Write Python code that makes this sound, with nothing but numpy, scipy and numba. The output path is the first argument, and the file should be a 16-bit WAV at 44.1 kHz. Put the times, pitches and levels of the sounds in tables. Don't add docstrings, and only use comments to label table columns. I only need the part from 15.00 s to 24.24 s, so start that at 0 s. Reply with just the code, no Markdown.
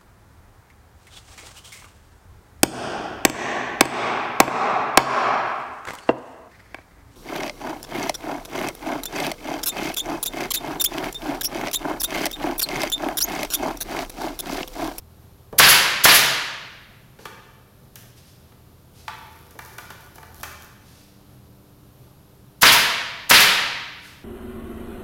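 import sys
import numpy as np
from scipy import signal
from scipy.fft import rfft, irfft
from scipy.io import wavfile
from scipy.ndimage import uniform_filter1d
from numba import njit

SR = 44100
rng = np.random.default_rng(int(sys.argv[2]) if len(sys.argv) > 2 else 0)


def materialize(psi):
    bounded = np.clip(np.atleast_2d(psi).T, -1, 1)
    quanta = np.round(bounded * 32767).astype(np.int16)
    wavfile.write(sys.argv[1], SR, quanta)


N = 407484
TIME = np.arange(N) / SR
AGE = np.arange(SR // 2) / SR

# frequency in Hz, relative level in dB.
CLICK_COLOUR = [(1000, -16), (3500, -10.5), (6000, 2), (8500, -5.5), (12000, 2.5), (16000, -3)]


def undb(db):
    return 10 ** (np.asarray(db) / 20)


def unit(x):
    return x / np.sqrt(np.mean(x ** 2))


def along(points, hz):
    f, value = np.transpose(points)
    return np.interp(np.log(np.maximum(hz, 1)), np.log(f), value)


def add(track, s, sound):
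    i = max(int(s * SR), 0)
    track[i:i + len(sound)] += sound[:N - i]


def noise(spectrum, size):
    gain = undb(along(spectrum, np.fft.rfftfreq(size, 1 / SR)))
    white = rfft(rng.standard_normal(size))
    return unit(irfft(white * gain, size))


def walk(rate, size):
    hold = max(int(SR / rate), 1)
    steps = np.repeat(rng.standard_normal(size // hold + 1), hold)[:size]
    return unit(uniform_filter1d(steps, hold))


def tone(hz, db, swell_db, swells_per_s, drift_hz, drifts_per_s):
    phase = 2 * np.pi * np.cumsum(hz + drift_hz * walk(drifts_per_s, N)) / SR
    return undb(db + swell_db * walk(swells_per_s, N)) * np.sin(phase)


def background(swell_db=0.5):
    # frequency in Hz, relative level in dB per Hz.
    floor_colour = [(20, -14.5), (50, -5), (75, -6), (125, -1), (180, -8), (260, -12.5), (450, -17),
                    (700, -19), (1260, -23.5), (2000, -31.5), (4000, -30.5), (8200, -37), (12000, -30.5),
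                    (16000, -38)]
    floor_db = -51.5
    air = noise(floor_colour, N) * undb(floor_db + swell_db * walk(11, N))

    # multiple of the shaft rate, dB before, dB after.
    motor_partials = [(2, -66, -61.5), (3, -70, -59.5), (4, -66, -67.5), (5, -68, -69), (6, -75, -72)]
    shaft_hz, change_s, glide_s = 98.2, 5.57, 0.48
    change = np.clip((TIME - change_s) / glide_s, 0, 1)
    motor = sum(tone(k * shaft_hz, before + (after - before) * change, swell_db=2.5, swells_per_s=1.9,
                     drift_hz=0.2, drifts_per_s=3.6) for k, before, after in motor_partials)

    mains = tone(120, -59, swell_db=3.5, swells_per_s=4, drift_hz=1.3, drifts_per_s=4.5)

    # multiple of its base rate, level in dB.
    whine_partials = [(3, -82), (4, -80), (5, -70), (6, -77)]
    whine_hz = 2373
    whine = sum(tone(k * whine_hz, db, swell_db=1, swells_per_s=8, drift_hz=6, drifts_per_s=60)
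                for k, db in whine_partials)

    # time in seconds, level in dB.
    drone_levels = [(0, -47), (1.6, -69), (2.9, -63), (3.6, -51.5), (4.8, -57), (5.5, -48.5), (6.2, -62.5),
                    (9.24, -61)]
    drone_db = np.interp(TIME, *np.transpose(drone_levels))
    drone = tone(80.3, drone_db, swell_db=2.5, swells_per_s=8.9, drift_hz=1.5, drifts_per_s=4.3)
    return air + motor + mains + whine + drone


def workshop(x, wet_db, build=0.0054):
    # frequency in Hz, time to fall by 60 dB in seconds.
    decay_times = [(100, 0.98), (300, 1.08), (900, 1.165), (2000, 1.213), (3500, 1.113), (5200, 0.93),
                   (7500, 0.74), (11000, 0.54), (16000, 0.38)]
    size = 2 ** 16
    t, hz = np.arange(size) / SR, np.fft.rfftfreq(size, 1 / SR)
    scatter = rfft(rng.standard_normal(size))
    centres, t60s = np.transpose(decay_times)
    tail = 0
    for t60, share in zip(t60s, np.eye(len(decay_times))):
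        band = irfft(scatter * along(np.c_[centres, share], hz), size)
        tail = tail + band * np.exp(-np.log(1000) * t / t60)
    onset = 1 - np.exp(-t / build)
    response = undb(wet_db) * unit(tail * onset) / np.sqrt(size)
    response[0] = 1
    return signal.fftconvolve(x, response)


def burst(start, rise, t60):
    age = AGE - start
    return np.clip(age / rise, 0, 1) ** 2 * undb(-60 * np.maximum(age - rise, 0) / t60)


def blast(spectrum, rise, t60):
    envelope, size = burst(0, rise, t60), 2 * len(AGE)
    phase = np.angle(rfft(rng.standard_normal(len(AGE)) * envelope, size))
    gain = undb(along(spectrum, np.fft.rfftfreq(size, 1 / SR)))
    sound = irfft(np.exp(1j * phase) * gain, size)[:len(AGE)]
    fade = np.exp(-(AGE / (rise + t60)) ** 2)
    return unit(sound * fade) * np.sqrt(np.mean(envelope ** 2))


def ring(modes, detune):
    total = 0
    for hz, db, t60 in modes:
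        level = undb(db - 60 * AGE / t60) * rng.choice([-1, 1])
        shifted_hz = hz * (1 + detune * rng.standard_normal())
        total = total + level * np.sin(2 * np.pi * shifted_hz * AGE)
    return total


def tilted(x, tilt_db):
    centre_hz, reach = 1128, 0.33
    hz = np.fft.rfftfreq(2 * len(x), 1 / SR)
    octaves = np.log2(np.maximum(hz, 1) / centre_hz)
    gain = undb(tilt_db * np.clip(octaves, -reach, reach))
    return irfft(rfft(x, 2 * len(x)) * gain)[:len(x)]


def knocks(settle=.002, bounce=.004):
    # start in seconds, relative levels in dB of hollow clack,
    # thud, click and rattle, then tilt of the clack in dB per octave.
    knock_list = [(.525, -40.5, -28.5, -52, -56, -9), (2.187, -44, -41.5, -70, -48, 0),
                  (2.253, -28, -38, -41, -39, 3), (2.956, -47, -57.5, -36, -42, 1),
                  (3.518, -52, -59.5, -68, -58, 1), (4.078, -21.5, -48, -50.5, -35.5, -5),
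                  (4.508, -52, -60, -46, -55, 5), (4.55, -60, -42.5, -60, -64, -4),
                  (4.589, -29, -45, -38.5, -59, 5.5), (4.782, -29.5, -50, -36, -49, 8),
                  (4.902, -32.5, -45.5, -42, -42, -1), (5.157, -49, -49, -43, -53, 0),
                  (5.18, -36.5, -48, -57, -57, -3), (5.228, -36, -49, -51, -63, -2),
                  (5.431, -26, -56, -29.5, -33.5, 2)]
    # frequency in Hz, relative level in dB, 60 dB decay in seconds.
    clack_modes = [(710, -9.5, 0.076), (882, -2.5, .06), (1172, -2.5, 0.082), (1464, -3.5, 0.06),
                   (1750, -4, 0.035), (2320, -9, 0.067), (3410, -18.5, .025)]
    # frequency in Hz, relative level in dB.
    contact_colour = [(300, -19.5), (800, 0.5), (1500, 2), (2500, -8.5), (5000, -14.5), (10000, -32.5)]
    thud_colour = [(60, -6), (150, -3), (290, -6), (450, 2), (700, -6), (1000, -10.5), (1500, -23.5),
                   (5000, -48.5)]
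    rattle_colour = [(500, -15.5), (1500, 0.5), (2300, -3.5), (3200, -0.5), (4500, -10), (8000, -16),
                     (16000, -22)]
    out, size = np.zeros(N), len(AGE)
    for s, clack_db, thud_db, click_db, rattle_db, tilt_db in knock_list:
        click = undb(click_db + 4) * blast(CLICK_COLOUR, rise=0.00091, t60=0.018)
        add(out, s, workshop(click, wet_db=-0.5))
        contact = blast(contact_colour, rise=0.0019, t60=0.015)
        clack = undb(-5) * ring(clack_modes, detune=0.006) + undb(-1) * contact
        rebound = undb(-9.0) * blast(contact_colour, rise=0.00037, t60=0.018)
        add(clack, bounce, rebound[:size // 2])
        thud = undb(1.5) * blast(thud_colour, rise=0.0036, t60=0.058)
        rattle = blast(rattle_colour, rise=0.0015, t60=0.066) * undb(1.9 * walk(500, size))
        body = undb(clack_db) * tilted(clack, tilt_db) + undb(thud_db) * thud + undb(rattle_db) * rattle
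        add(out, s + settle, workshop(body, wet_db=-2.5))
    return out


def whistle(start_hz, end_hz, start, fall, width_hz):
    still_high = 1 / (1 + np.exp(np.clip((AGE - start) / fall, -20, 20)))
    hz = end_hz + (start_hz - end_hz) * still_high
    phase = 2 * np.pi * np.cumsum(hz) / SR
    return unit(walk(width_hz, len(AGE)) * np.cos(phase) + walk(width_hz, len(AGE)) * np.sin(phase))


def stapler(lead=0.0067, air_wet_db=-2, blow_wet_db=-4, port_wet_db=-7):
    # shot time in seconds, then relative levels in dB of valve spit, blow, exhaust,
    # release puff and port whistle.
    shot_list = [(.586, -4, 2.5, -6.5, -7.5, -12.5), (1.041, -3.5, 1.5, -9, -10, -14.5),
                 (7.618, -10, 1, -7.5, -13, -30), (8.298, -8, 0.5, -5.5, -14.5, -30)]
    # frequency in Hz, relative level in dB.
    air_colour = [(300, -19.5), (2000, -8), (4500, -5), (6600, -5), (8500, -10.5), (10000, -6), (11400, -3),
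                  (12800, -7), (14500, -7.5), (16500, -10)]
    blow_colour = [(40, -25.5), (90, -22), (135, -11), (250, -12), (400, -10), (700, -7.5), (1100, -2.5),
                   (1700, -1.5), (2500, -6.5), (4000, -10), (6000, -15), (8500, -28.5), (16000, -31)]
    exhaust_colour = [(100, -13.5), (500, -13), (1000, -7), (1800, 2.5), (3000, 1.5), (5000, -3.5),
                      (6500, -11.5), (8300, -16), (11300, -10), (13000, -16), (16000, -18.5)]
    # frequency in Hz, relative level in dB, 60 dB decay in seconds.
    frame_modes = [(135, -13.5, 0.46), (679, -7.5, .12), (948, 1.5, .15), (1070, -8, .15),
                   (1660, -0.5, .15), (3040, -6.5, 0.14)]
    trigger_held_s = .112
    out = np.zeros(N)
    for s, spit_db, blow_db, exhaust_db, puff_db, port_db in shot_list:
        add(out, s - lead, undb(-24.5) * blast(air_colour, rise=.004, t60=.08))
        spit = undb(spit_db) * blast(air_colour, rise=0.0071, t60=0.061)
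        add(out, s - .003, workshop(spit, air_wet_db))

        blow = blast(blow_colour, rise=0.0024, t60=0.06) + undb(-16.0) * ring(frame_modes, detune=0.0092)
        add(out, s + .011, workshop(undb(blow_db) * blow, blow_wet_db))

        exhaust = undb(exhaust_db) * blast(exhaust_colour, rise=0.037, t60=0.24)
        add(out, s + .012, workshop(exhaust, air_wet_db))
        sinking = whistle(start_hz=5212, end_hz=2479, start=.076, fall=0.0098, width_hz=950)
        sinking = sinking * burst(0.045, rise=0.016, t60=.2)
        add(out, s, workshop(undb(exhaust_db - 4.0) * sinking, port_wet_db))

        puff = undb(puff_db) * blast(air_colour, rise=0.012, t60=0.15)
        add(out, s + trigger_held_s - .017, workshop(puff, air_wet_db))

        spit_flow = undb(4.0) * burst(-0.0034, rise=0.0049, t60=0.084)
        exhaust_flow = undb(-6) * burst(0.049, rise=.03, t60=0.23)
        puff_flow = burst(trigger_held_s - .009, rise=0.013, t60=0.12)
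        shrill = whistle(start_hz=11320, end_hz=11140, start=.02, fall=0.0085, width_hz=2200)
        shrill = shrill * (spit_flow + exhaust_flow + puff_flow)
        add(out, s, workshop(undb(port_db) * shrill, wet_db=-14.5))
    return out


def cloth(fold_db=2):
    # time of the peak in seconds, swell width in seconds, level in dB.
    swish_list = [(2.221, 0.024, -56), (3.18, 0.011, -55), (3.28, 0.025, -58), (3.99, 0.032, -55),
                  (5.94, 0.077, -58.5), (9.07, .04, -52)]
    # frequency in Hz, relative level in dB.
    cloth_colour = [(300, -15), (1200, -10), (3200, -3.5), (5500, -2), (8000, -9), (12000, -5.5),
                    (16000, -21)]
    swell = sum(undb(db) * np.exp(-((TIME - s) / width) ** 2 / 2) for s, width, db in swish_list)
    folds = undb(fold_db * walk(60, N))
    return workshop(noise(cloth_colour, N) * folds * swell, wet_db=1.5)[:N]


def pull(s, length):
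    attack_s, release_s = 0.026, 0.29
    age = TIME - s
    return np.clip(age / attack_s, 0, 1) * undb(-60 * np.maximum(age - length, 0) / release_s)


def dragging(grit_db=6.0, catch_db=3, tick_db=15, spread_db=4):
    # start in seconds, length in seconds, relative level in dB.
    pull_list = [(2.974, 0.071, -52), (3.25, 0.07, -66), (4.023, 1.5, -58.5), (4.628, 0.11, -54.5),
                 (5.339, 0.058, -51.5), (5.583, 0.034, -52)]
    # frequency in Hz, relative level in dB.
    slide_colour = [(300, 10), (1200, -2), (2500, -3), (5500, -1.5), (8000, -7.5), (11500, 3),
                    (16000, -2.5)]
    ticks_per_s = 10
    grit = undb(grit_db * walk(900, N) + catch_db * walk(40, N))
    slide = unit(noise(slide_colour, N) * grit)
    snaps = (rng.random(N) < ticks_per_s / SR) * undb(tick_db + spread_db * rng.uniform(-1.1, 1, N))
    ticks = signal.fftconvolve(snaps, blast(CLICK_COLOUR, rise=.0004, t60=0.0063))[:N]
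    speed = sum(undb(db) * pull(s, length) for s, length, db in pull_list)
    return workshop((slide + ticks) * speed, wet_db=-1.5)[:N]


def scene():
    return (stapler() + knocks() + dragging() + cloth() + background())[None]


@njit
def follow(x, attack, release):
    out, e = np.empty(len(x)), 0.
    for i in range(len(x)):
        e += (abs(x[i]) - e) / (SR * (attack if abs(x[i]) > e else release))
        out[i] = e
    return out


def record(dry, threshold=0.5, ceiling=0.59):
    level = follow(dry[0], attack=.008, release=0.046)
    limited = dry / np.maximum(level / threshold, 1)
    clipped = limited / (1 + (limited / ceiling) ** 6) ** (1 / 6)
    top_cut = signal.firwin(401, 16100, window="blackman", fs=SR)
    return signal.fftconvolve(clipped, top_cut[None], mode="same")


dry = scene()
out = record(dry)
materialize(out)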